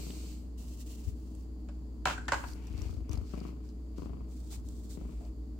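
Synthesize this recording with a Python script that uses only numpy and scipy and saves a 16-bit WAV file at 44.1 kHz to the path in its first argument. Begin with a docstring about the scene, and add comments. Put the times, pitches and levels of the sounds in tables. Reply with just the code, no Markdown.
"""A fan hums in a small room. A cat purrs on a lap just left of a camera, its larynx pulsing chest and
throat. Hands pose a small clothed plastic figure over a wooden table: cloth slides and rubs, plastic
clicks. At 1.1 s something soft nudges the camera. From 1.7 s small parts drop, bounce and skid in a plastic
tray. Fingers then slide over plastic while the purr grows, a few of its pulses ticking, loudest just
after 3 s. From 4.3 s an arm joint turns, and near the end a deep tone swells in the room."""
import sys
import numpy as np
from scipy import signal
from scipy.fft import rfft, irfft, next_fast_len
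from scipy.io import wavfile
from scipy.ndimage import map_coordinates

SR = 44100
rng = np.random.default_rng(int(sys.argv[2]) if len(sys.argv) > 2 else 0)


def file_out(sig):
    """Save sig as 16-bit WAV at sys.argv[1]."""
    # one column per channel
    cols = np.atleast_2d(sig).T
    # limit, then scale
    lim = np.clip(cols, -1, 1)
    pcm = np.round(lim * 32767).astype(np.int16)
    wavfile.write(sys.argv[1], SR, pcm)


N = 246519


def amp(db):
    """Decibels to gain."""
    return 10 ** (np.asarray(db) / 20)


def unit(x):
    """Scale to rms 1."""
    return x / np.sqrt(np.mean(x ** 2) + 1e-20)


def along(points, hz):
    """(Hz, value) points read on a log axis."""
    knots_hz, values = np.transpose(points)
    return np.interp(np.log(hz + 1), np.log(knots_hz + 1), values)


def envelope_db(points):
    """(s, dB) points to a level per sample, silent outside them."""
    times_s, db = np.transpose(points)
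    return np.interp(np.arange(N) / SR, times_s, db, left=-120, right=-120)


def wobble(knots_per_s):
    """Smooth random curve."""
    knots = rng.standard_normal(int(N * knots_per_s / SR) + 4)
    return map_coordinates(knots, [np.arange(N) * knots_per_s / SR])


def filtered(x, response):
    """Apply a response given as a function of Hz."""
    n = x.shape[-1]
    size = next_fast_len(n + SR // 4)
    return irfft(rfft(x, size) * response(np.fft.rfftfreq(size, 1 / SR)), size)[..., :n]


def ring(x, tone, size=8192):
    """Send x through a minimum-phase body of unit energy with the given spectrum."""
    cepstrum = irfft(np.log(amp(along(tone, np.fft.rfftfreq(size, 1 / SR)))))
    cepstrum[1:size // 2] *= 2
    cepstrum[size // 2 + 1:] = 0
    body = irfft(np.exp(rfft(cepstrum)))
    body /= np.linalg.norm(body)
    return signal.fftconvolve(np.atleast_2d(x), body[None], axes=1)[:, :x.shape[-1]]


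def placed(x, side):
    """Pan each frequency by its left-minus-right dB."""
    return filtered(x, lambda hz: amp(np.outer([.5, -.5], along(side, hz))))


def add(track, start_s, sound):
    """Mix a sound into the track."""
    part = track[..., max(round(start_s * SR), 0):][..., :sound.shape[-1]]
    part += sound[..., :part.shape[-1]]


def burst(t, t60, spread):
    """Decaying stereo noise; spread scales the part the two microphone ports do not share."""
    noise = rng.standard_normal(len(t)) + spread * rng.standard_normal((2, len(t)))
    return noise * amp(-60 * t / t60)


# Likeness of the two ports. Each row: frequency in Hz, left-right correlation.
PORT_COHERENCE = [(60, 0.86), (300, 0.75), (1000, 0.057), (3000, 0.023), (10000, 0.019)]


def rush(tone):
    """Stereo noise of rms 1, alike in the bass, unrelated in the treble."""
    def mid_side(hz):
        angle = np.arccos(np.clip(along(PORT_COHERENCE, hz), -1, 1)) / 2
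        return amp(along(tone, hz)) * [np.cos(angle), np.sin(angle)]
    mid, side = filtered(rng.standard_normal((2, N)), mid_side)
    return unit(np.array([mid + side, mid - side]))


# Room decay. Each row: frequency in Hz, t60 in seconds.
ROOM_T60_S = [(200, 0.21), (1500, 0.39), (5000, 0.42), (14000, 0.66)]


def room(x):
    """Small-room reverberation, each frequency dying at its own rate."""
    hz, t, spectra = signal.stft(rng.standard_normal((2, SR // 2)), SR, nperseg=256)
    tail = signal.istft(spectra * amp(-60 * t / along(ROOM_T60_S, hz)[:, None]), SR, nperseg=256)[1]
    tail = np.pad(tail / np.linalg.norm(tail[0]), ((0, 0), (SR // 200, 0)))
    return signal.fftconvolve(x, tail, axes=1)[:, :x.shape[-1]]


# Fan tones, drone spectrum and air spectrum. Each row: frequency in Hz, level in dB.
FAN_TONES = [(119.1, -64), (144, -64), (193.5, -62), (238, -62.5), (253, -64), (308, -60.5), (317.6, -62.5),
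             (430, -66)]
DRONE_DB = [(20, -41), (45, 11.5), (90, 4.5), (160, -8), (205, 3), (245, 5), (310, 4), (345, -3),
            (450, -9.5), (700, -40.5)]
AIR_DB = [(240, -3.5), (400, -27), (432, -8.5), (459, -11.5), (570, -7.5), (877, -15.5), (1020, -15),
          (1650, -28.5), (1830, -27.5), (2310, -32), (4020, -31), (4620, -20), (5640, -34.5), (7210, -25.5),
          (15800, -88)]


def fan(motor_hz=59.55, drift_rad=1.27, waver_db=2):
    """Steady motor hum under wavering tones, a low drone and a faint hiss of air."""
    t = np.arange(N) / SR
    hum = amp(-42) * np.sin(2 * np.pi * motor_hz * t) * amp([[.3], [-.3]])
    for hz, db in FAN_TONES:
        hum += amp(db + waver_db * wobble(8)) * np.sin(2 * np.pi * hz * t + drift_rad * wobble(6))
    return np.sqrt(2) * hum + amp(-50.5) * rush(DRONE_DB) + amp(-62) * rush(AIR_DB)


def airflow(since_s, rise_s, head_start_s=0.053):
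    """Flow of one purr stroke: quick swell, slow ebb."""
    flow = np.maximum(since_s + head_start_s, 0) / rise_s
    return flow * np.exp(1 - flow)


# Purr strokes, one per direction of airflow. Each row: start in seconds, pulse rate in Hz, open-to-shut
# gap in seconds, rise in seconds, chest level in dB, throat level in dB, rattle re throat in dB.
PURR_STROKES = [(0.0, 29.5, 0.0065, 0.097, -68, -37, -11), (0.597, 22.6, 0.013, 0.067, -56, -55, 4.5),
                (1.201, 27.5, 0.0038, 0.24, -71, -54, -11), (1.899, 24.3, .013, 0.83, -40, -45, -5),
                (2.701, 26.2, .016, 0.17, -28.5, -38, -7.5), (3.094, 25, .0195, 0.059, -23.5, -31, -4),
                (3.338, 26.2, .0052, 0.075, -45, -31, -4.5), (3.984, 26.7, 0.0098, 0.081, -38, -32, -4.5),
                (4.448, 25, 0.029, 0.19, -43.5, -55, -1), (4.974, 25.6, 0.0058, .06, -45, -35, -6)]
# Chest, throat and rattle spectra. 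Each row: frequency in Hz, level in dB.
CHEST_DB = [(25, -43), (50, 3), (76, 6), (102, 1.5), (135, -14), (250, -39), (600, -63)]
THROAT_DB = [(50, -31.5), (110, -10.5), (160, 2.5), (210, -2.5), (300, -3.5), (420, -10), (600, -20.5),
             (900, -29.5), (2000, -70.5)]
RATTLE_DB = [(150, -12.5), (350, -0.5), (550, 7.5), (780, -4), (1000, 0.5), (1300, -8.5), (1700, -24.5),
             (3000, -16.5), (6000, -44)]
# Throat panning. Each row: frequency in Hz, left minus right in dB.
CAT_PAN_DB = [(60, -0.5), (200, 11.5), (500, 18.5), (1300, 33.5), (4000, 13.5)]


def purr(jitter_s=0.00067, scatter_db=1.3, closing=0.57, breathy=0.095, pause_s=0.085, lead_s=0.00027):
    """The larynx snaps open and shut about 26 times a second: chest throbs, throat rings and rattles."""
    throbs, snaps, rattles = np.zeros((3, N))
    t = np.arange(SR // 50) / SR
    ends = [stroke[0] - pause_s for stroke in PURR_STROKES[1:]] + [N / SR]
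    for (start, rate_hz, gap_s, rise_s, chest_db, throat_db, rattle_db), end in zip(PURR_STROKES, ends):
        for pulse_s in np.arange(start, end, 1 / rate_hz):
            size = airflow(pulse_s - start, rise_s) * amp(scatter_db * rng.standard_normal(1))
            pulse_s += jitter_s * rng.standard_normal()
            add(throbs, pulse_s, -size * amp(chest_db))
            for delay_s, strength in [(0, 1), (gap_s * rng.uniform(0.7, 1.3), closing)]:
                snap = -strength * size * amp(throat_db)
                gap_hiss = breathy * rng.standard_normal(len(t)) * amp(-60 * t / 0.012)
                add(snaps, pulse_s + delay_s, snap)
                add(rattles, pulse_s + delay_s, snap * amp(rattle_db) * ((t == 0) + gap_hiss))
    chest = ring(throbs * amp(26.5), CHEST_DB) * amp([[0], [-17]])
    throat = ring(snaps * amp(15.5), THROAT_DB) + ring(rattles * amp(2.5), RATTLE_DB)
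    # The nearer, left port gets it louder and earlier.
    throat = placed(throat, CAT_PAN_DB)
    throat = filtered(throat, lambda hz: np.exp(np.pi * lead_s * np.outer([1j, -1j], hz)))
    return chest + throat + amp(-4.5) * room(throat)


# Rasp spectrum of nose and rubs. Each row: frequency in Hz, level in dB.
RASP_DB = [(900, -9), (1700, -18.5), (2300, -8.5), (2750, -9.5), (3400, -17), (5000, -32.5)]
# Panning of nose, slide and rubs. Each row: frequency in Hz, left minus right in dB.
HISS_PAN_DB = [(1300, 12.5), (2400, 5.5), (4400, 2.5), (8000, -7), (15000, -1.5)]


def nose(linger=1.2, flutter_db=3, level_db=-42):
    """Air hisses in the cat's nose on each stroke, fluttering at the larynx rate."""
    t, gain = np.arange(N) / SR, np.zeros(N)
    for start, rate_hz, _, rise_s, _, throat_db, _ in PURR_STROKES:
        flutter = np.cos(2 * np.pi * rate_hz * (t - start))
        gain += airflow(t - start, linger * rise_s) * amp(throat_db + flutter_db * flutter)
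    return placed(amp(level_db) * gain * rush(RASP_DB), HISS_PAN_DB)


def swell(start_s, length_s, attack_s, sag_db_per_s, release_db_per_s):
    """Gain of one hand movement: smooth attack, sag, release."""
    t = np.maximum(np.arange(N) / SR - start_s, 0)
    grip = np.sin(np.pi / 2 * np.minimum(t / attack_s, 1)) ** 2
    return grip * amp(-sag_db_per_s * t - release_db_per_s * np.maximum(t - length_s, 0))


# Cloth slide. One row: start in seconds, length in seconds, level in dB.
CLOTH_SLIDE = (-0.018, 0.34, -51.5)
# Its spectrum. Each row: frequency in Hz, level in dB.
SLIDE_DB = [(530, -34), (900, -11), (1890, -14.5), (2270, -4), (2850, -3), (3530, -6), (4430, 1.5),
            (5310, -3.5), (8270, -1), (9100, -10), (10900, -13.5), (12900, -11.5), (13500, -11.5),
            (14900, -5.5), (15800, -15.5)]


def cloth_slide():
    """One long slide of cloth gives a bright, fading hiss."""
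    start_s, length_s, db = CLOTH_SLIDE
    gain = amp(db) * swell(start_s, length_s, attack_s=0.02, sag_db_per_s=16.5, release_db_per_s=102)
    return placed(gain * rush(SLIDE_DB), HISS_PAN_DB)


# Whistles in the slide. Each row: start in seconds, length in seconds, initial pitch in Hz, level in dB.
CLOTH_WHISTLES = [(-0.02, 0.1, 13650, -65), (0.3, 0.04, 15800, -72), (0.375, 0.04, 13100, -77)]


def whistles(fall_hz_per_s=12000, waver_hz=60):
    """Faint, very high whistles fall in pitch as the cloth slides."""
    t, out = np.arange(N) / SR, np.zeros(N)
    for start_s, length_s, hz, db in CLOTH_WHISTLES:
        pitch_hz = hz - fall_hz_per_s * (t - start_s) + waver_hz * wobble(400)
        gain = amp(db) * swell(start_s, length_s, attack_s=0.02, sag_db_per_s=7, release_db_per_s=400)
        out += gain * np.sin(2 * np.pi * np.cumsum(pitch_hz) / SR)
    return out


# Bright ticks. 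Each row: start in seconds, level in dB, centre in Hz.
BRIGHT_TICKS = [(0.105, -42, 3000), (1.3505, -50.5, 7100), (1.409, -57.5, 5630), (2.2548, -53, 4500),
                (2.5336, -42.5, 4500), (2.67, -44, 5500), (2.7782, -45.5, 4480), (2.818, -42, 5597),
                (3.094, -46, 5340), (3.1135, -47, 6260), (3.131, -39, 6100), (3.1546, -46.5, 4270),
                (3.1757, -45, 4409), (3.4023, -46.5, 4590), (3.6897, -54.5, 4830), (4.687, -46, 6430),
                (5.251, -56.5, 4500)]


def ticks(width_ratio=1.25):
    """Tiny bright clicks, some from handled plastic, some on the purr's pulses."""
    out, t = np.zeros((2, N)), np.arange(SR // 10) / SR
    for start_s, db, hz in BRIGHT_TICKS:
        tone = [(hz / 6, -22), (hz / width_ratio, -13), (hz, 0),
                (hz * width_ratio, -8), (hz * 2, -20), (hz * 3, -26)]
        click = burst(t, t60=0.014, spread=1.2) * (1 - np.exp(-t / .0003))
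        add(out, start_s, amp(db - 5) * ring(click, tone))
    return out + amp(-18) * room(out)


def pressure(rubs):
    """Hiss and rasp gains over a series of rubs; each eases off, then lets go."""
    power = np.zeros((2, N))
    for start_s, attack_s, length_s, hiss_db, rasp_db in rubs:
        gain = swell(start_s, length_s, attack_s, sag_db_per_s=2, release_db_per_s=275)
        power += (amp([[hiss_db], [hiss_db + rasp_db]]) * gain) ** 2
    return np.sqrt(power)


# Rubs on the clothes, fingers on plastic, turns of the arm joint.
# Each row: start, attack and length in seconds, hiss level in dB, rasp re hiss in dB.
CLOTH_MOVES = [(0.568, .018, 0.18, -59.5, -12), (0.755, 0.036, 0.056, -55, -18),
               (0.855, 0.014, 0.088, -56.5, -10), (0.96, .02, 0.14, -61, -6), (1.15, 0.013, 0.28, -70, -18)]
FINGER_MOVES = [(2.42, 0.063, 0.085, -57.5, -20.5), (2.54, 0.023, 0.22, -70.5, 10),
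                (2.725, 0.057, 0.14, -62.5, 5.5), (2.86, 0.028, 0.1, -65.5, -15),
                (3.105, 0.016, 0.018, -57.5, 7), (3.14, 0.022, 0.11, -71.5, -14),
                (3.235, 0.065, 0.088, -62, -10), (3.315, 0.022, 0.18, -67, 7),
                (3.62, 0.031, 0.08, -72.5, -6), (3.955, 0.019, 0.097, -66.5, -13)]
JOINT_MOVES = [(4.265, 0.052, 0.28, -66, -11), (4.485, 0.061, 0.052, -51, -6.5),
               (4.635, 0.028, 0.32, -65, -19), (4.885, 0.0221, 0.045, -56.5, -15),
               (4.975, 0.031, 0.3, -69.5, 2)]
# Their hiss spectra. Each row: frequency in Hz, level in dB.
CLOTH_DB = [(880, -50), (1500, -23), (1960, -12), (2340, -20), (2710, -2.5), (3430, -7), (3940, -4),
            (7400, -1.5), (10500, -10), (12700, -9.5), (15800, -6.5)]
FINGER_DB = [(880, -32), (1500, -5.5), (1880, -14), (2290, -7), (3600, -11), (4480, -0.5), (5670, -4.5),
             (7930, -7.5), (10300, -19.5), (15200, -12), (15800, -18.5)]
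JOINT_DB = [(880, -20), (1500, -11), (1840, -16), (2290, -11.5), (2740, -13.5), (3570, -2), (5780, -2),
            (7770, 0.5), (10900, -12), (14000, -8), (15800, -7)]


def rubbing(grain_db=1.0, catch_db=1.43):
    """Cloth, fingers and a joint catch and slip in turn: grained hiss over a lower rasp."""
    out = np.zeros((2, N))
    for rubs, tone in [(CLOTH_MOVES, CLOTH_DB), (FINGER_MOVES, FINGER_DB), (JOINT_MOVES, JOINT_DB)]:
        hiss, rasp = pressure(rubs)
        slips = amp(grain_db * wobble(500) + catch_db * wobble(70))
        out += slips * (hiss * rush(tone) + amp(-4.5) * rasp * rush(RASP_DB))
    return placed(out, HISS_PAN_DB)


# Camera bumps. Each row: centre in seconds, level in dB, frequency in Hz, half length in seconds.
CAMERA_BUMPS = [(1.083, -23.5, 83.5, 0.012), (1.135, -36, 74, 0.018)]


def bumps():
    """Something soft nudges the camera's left side."""
    t, push = np.arange(N) / SR, np.zeros(N)
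    for centre_s, db, hz, half_s in CAMERA_BUMPS:
        window = np.exp(-((t - centre_s) / half_s) ** 2)
        push += amp(db) * window * np.sin(2 * np.pi * hz * (centre_s - t))
    return push * amp([[0], [-26]])


# Parts landing in the tray. Each row: start in seconds, level in dB, snap offset in dB, knock pitch in Hz,
# its prominence in dB, left minus right in dB, first flight in seconds.
LANDINGS = [(1.687, -48, -2, 670, 14, 0, .006), (2.0554, -15.5, -6, 930, 6.5, 4.5, .0157),
            (2.099, -26, -5.5, 1440, 1.5, 1, .009), (2.178, -35.5, -9, 1550, 13, 1, .003),
            (2.2818, -24.5, -2.5, 1710, 17, 4, .0045), (2.3202, -16.5, -5.5, 957, 8, 0.5, .0125),
            (2.438, -35, -11, 860, 10, 8, .004)]


def contacts(count=3, flight_ratio=0.72, loss_db=4, dull_db=2, pitch_ratio=1.032):
    """A part bounces ever faster, rocking side to side; each contact is weaker, duller and higher."""
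    for start_s, db, snap_db, pitch_hz, focus_db, side_db, flight_s in LANDINGS:
        for k in range(count):
            yield (start_s, db - loss_db * k, snap_db - dull_db * k,
                   pitch_hz * pitch_ratio ** k, focus_db, side_db * (-1) ** k)
            start_s += flight_s * flight_ratio ** k


# Tray modes. Each row: frequency in Hz, level in dB, t60 in seconds.
TRAY_MODES = [(569, -32, 0.2), (741, 9.5, 0.073), (860, -4, 0.06), (823, -50.5, 0.12), (1032, -19, 0.36),
              (1093, -2.5, 0.0466), (1260, 13.5, 0.03), (1395, -15, 0.087), (1550, -15, 0.13),
              (1540, -20, 0.12), (1635, 12, 0.039), (1933, -1, 0.052), (2380, -32, 0.13), (2980, -13, 0.1),
              (4260, -8, 0.064)]
# Knock, snap and table-top spectra. Each row: frequency in Hz, level in dB.
KNOCK_DB = [(210, -53), (350, -34.5), (559, -5.5), (693, -14), (941, -5.5), (1170, -10), (1500, -4.5),
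            (1860, -16.5), (2080, -14), (4000, -33), (5200, -48), (8800, -120)]
SNAP_DB = [(1000, -32), (2200, 0.5), (2700, 2), (3250, -3), (4200, -3), (6100, -8.5), (7200, -4.5),
           (9300, -20.5), (12000, -28), (15800, -26.5)]
THUD_DB = [(40, -30), (90, -3.5), (160, -2), (350, -4), (560, -11.5), (900, -11.5), (2500, -53.5)]
# Tray panning. Each row: frequency in Hz, left minus right in dB.
TRAY_PAN_DB = [(300, -2), (700, 1.5), (1300, 0), (4400, -1), (8000, -10.5), (15000, 1.5)]


def tray_taps(port_scatter_db=3.1, port_scatter_rad=0.23):
    """Each contact gives a short ring of the tray, a hollow knock, a sharp snap and a table thud."""
    out, t = np.zeros((2, N)), np.arange(SR // 2) / SR
    for start_s, db, snap_db, pitch_hz, focus_db, side_db in contacts():
        modes = np.zeros((2, len(t)))
        for hz, mode_db, t60 in TRAY_MODES:
            decay = amp(mode_db + rng.normal(0, port_scatter_db, (2, 1)) - 60 * t / t60)
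            phase = 2 * np.pi * (hz * t + rng.random()) + rng.normal(0, port_scatter_rad, (2, 1))
            modes += decay * np.sin(phase)
        modes *= 1 - np.exp(-t / 0.0013)
        hollow = [(pitch_hz / 1.35, 0), (pitch_hz, focus_db), (pitch_hz * 1.35, 0)]
        knock = ring(burst(t, t60=0.038, spread=0.56), KNOCK_DB)
        knock = ring(knock, hollow) * amp(-focus_db / 4)
        snap = ring(burst(t, t60=0.042, spread=2.88), SNAP_DB)
        thud = ring(burst(t, t60=0.2, spread=0.16), THUD_DB)
        tap = amp(-25.5) * modes + amp(-6) * knock + amp(snap_db - 18) * snap + amp(-24) * thud
        port_gains = amp([[db + side_db / 2], [db - side_db / 2]])
        add(out, start_s, port_gains * (tap + amp(-4.5) * room(tap)))
    return placed(out, TRAY_PAN_DB)


# Skids. Each row: start and end in seconds, level in dB, centre in Hz, roll-off above it in dB per octave.
PART_SKIDS = [(2.055, 2.133, -39.5, 2680, 11.5), (2.317, 2.553, -60.5, 7000, 3),
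              (5.21, 5.265, -57, 699.2, 22)]


def skids(judder_db=0.5):
    """A part scrapes along briefly, juddering."""
    out = np.zeros((2, N))
    for start, end, db, hz, db_per_octave in PART_SKIDS:
        outline = [(start - .003, db - 35), (start, db), (end, db - 6.5), (end + 0.071, db - 35)]
        tone = [(hz / 4, -20), (hz, 0), (hz * 4, -2 * db_per_octave)]
        out += amp(envelope_db(outline) + judder_db * wobble(360)) * rush(tone)
    return placed(out, TRAY_PAN_DB)


# Skin grain spectrum. Each row: frequency in Hz, level in dB.
GRAIN_DB = [(1000, -22), (2300, -18), (3300, -4), (4500, -3), (6500, -6), (9000, -12), (15000, -20)]


def skin_crackle(grains_per_s=90, size_db=4, level_db=-7):
    """Skin catching on plastic gives tiny sharp grains, louder under a harder rub."""
    catches = rng.random(N) < grains_per_s / SR
    sizes = amp(size_db * np.minimum(rng.exponential(size=N), 3))
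    port_gains = 1 + .5 * rng.standard_normal((2, N))
    grains = ring(catches * sizes * port_gains, GRAIN_DB)
    return unit(grains) * amp(level_db) * pressure(FINGER_MOVES)[0]


# Swell of the deep tone. Each row: time in seconds, level in dB.
BOOM_DB = [(4.8, -69), (5.0, -48), (5.2, -44), (5.4, -47.5), (5.59, -60)]


def boom(hz=51.04):
    """A deep tone swells in the room and fades."""
    return np.sqrt(2) * amp(envelope_db(BOOM_DB)) * np.sin(2 * np.pi * hz * np.arange(N) / SR)


def scene():
    """Cat, hands and room together."""
    friction = cloth_slide() + rubbing() + whistles() + skin_crackle()
    hands = friction + tray_taps() + skids() + ticks() + bumps()
    return purr() + nose() + hands + fan() + boom()


def record(dry, top_hz=15850):
    """The camera keeps nothing above its band limit."""
    return filtered(dry, lambda hz: hz < top_hz)


dry = scene()
out = record(dry)
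file_out(out)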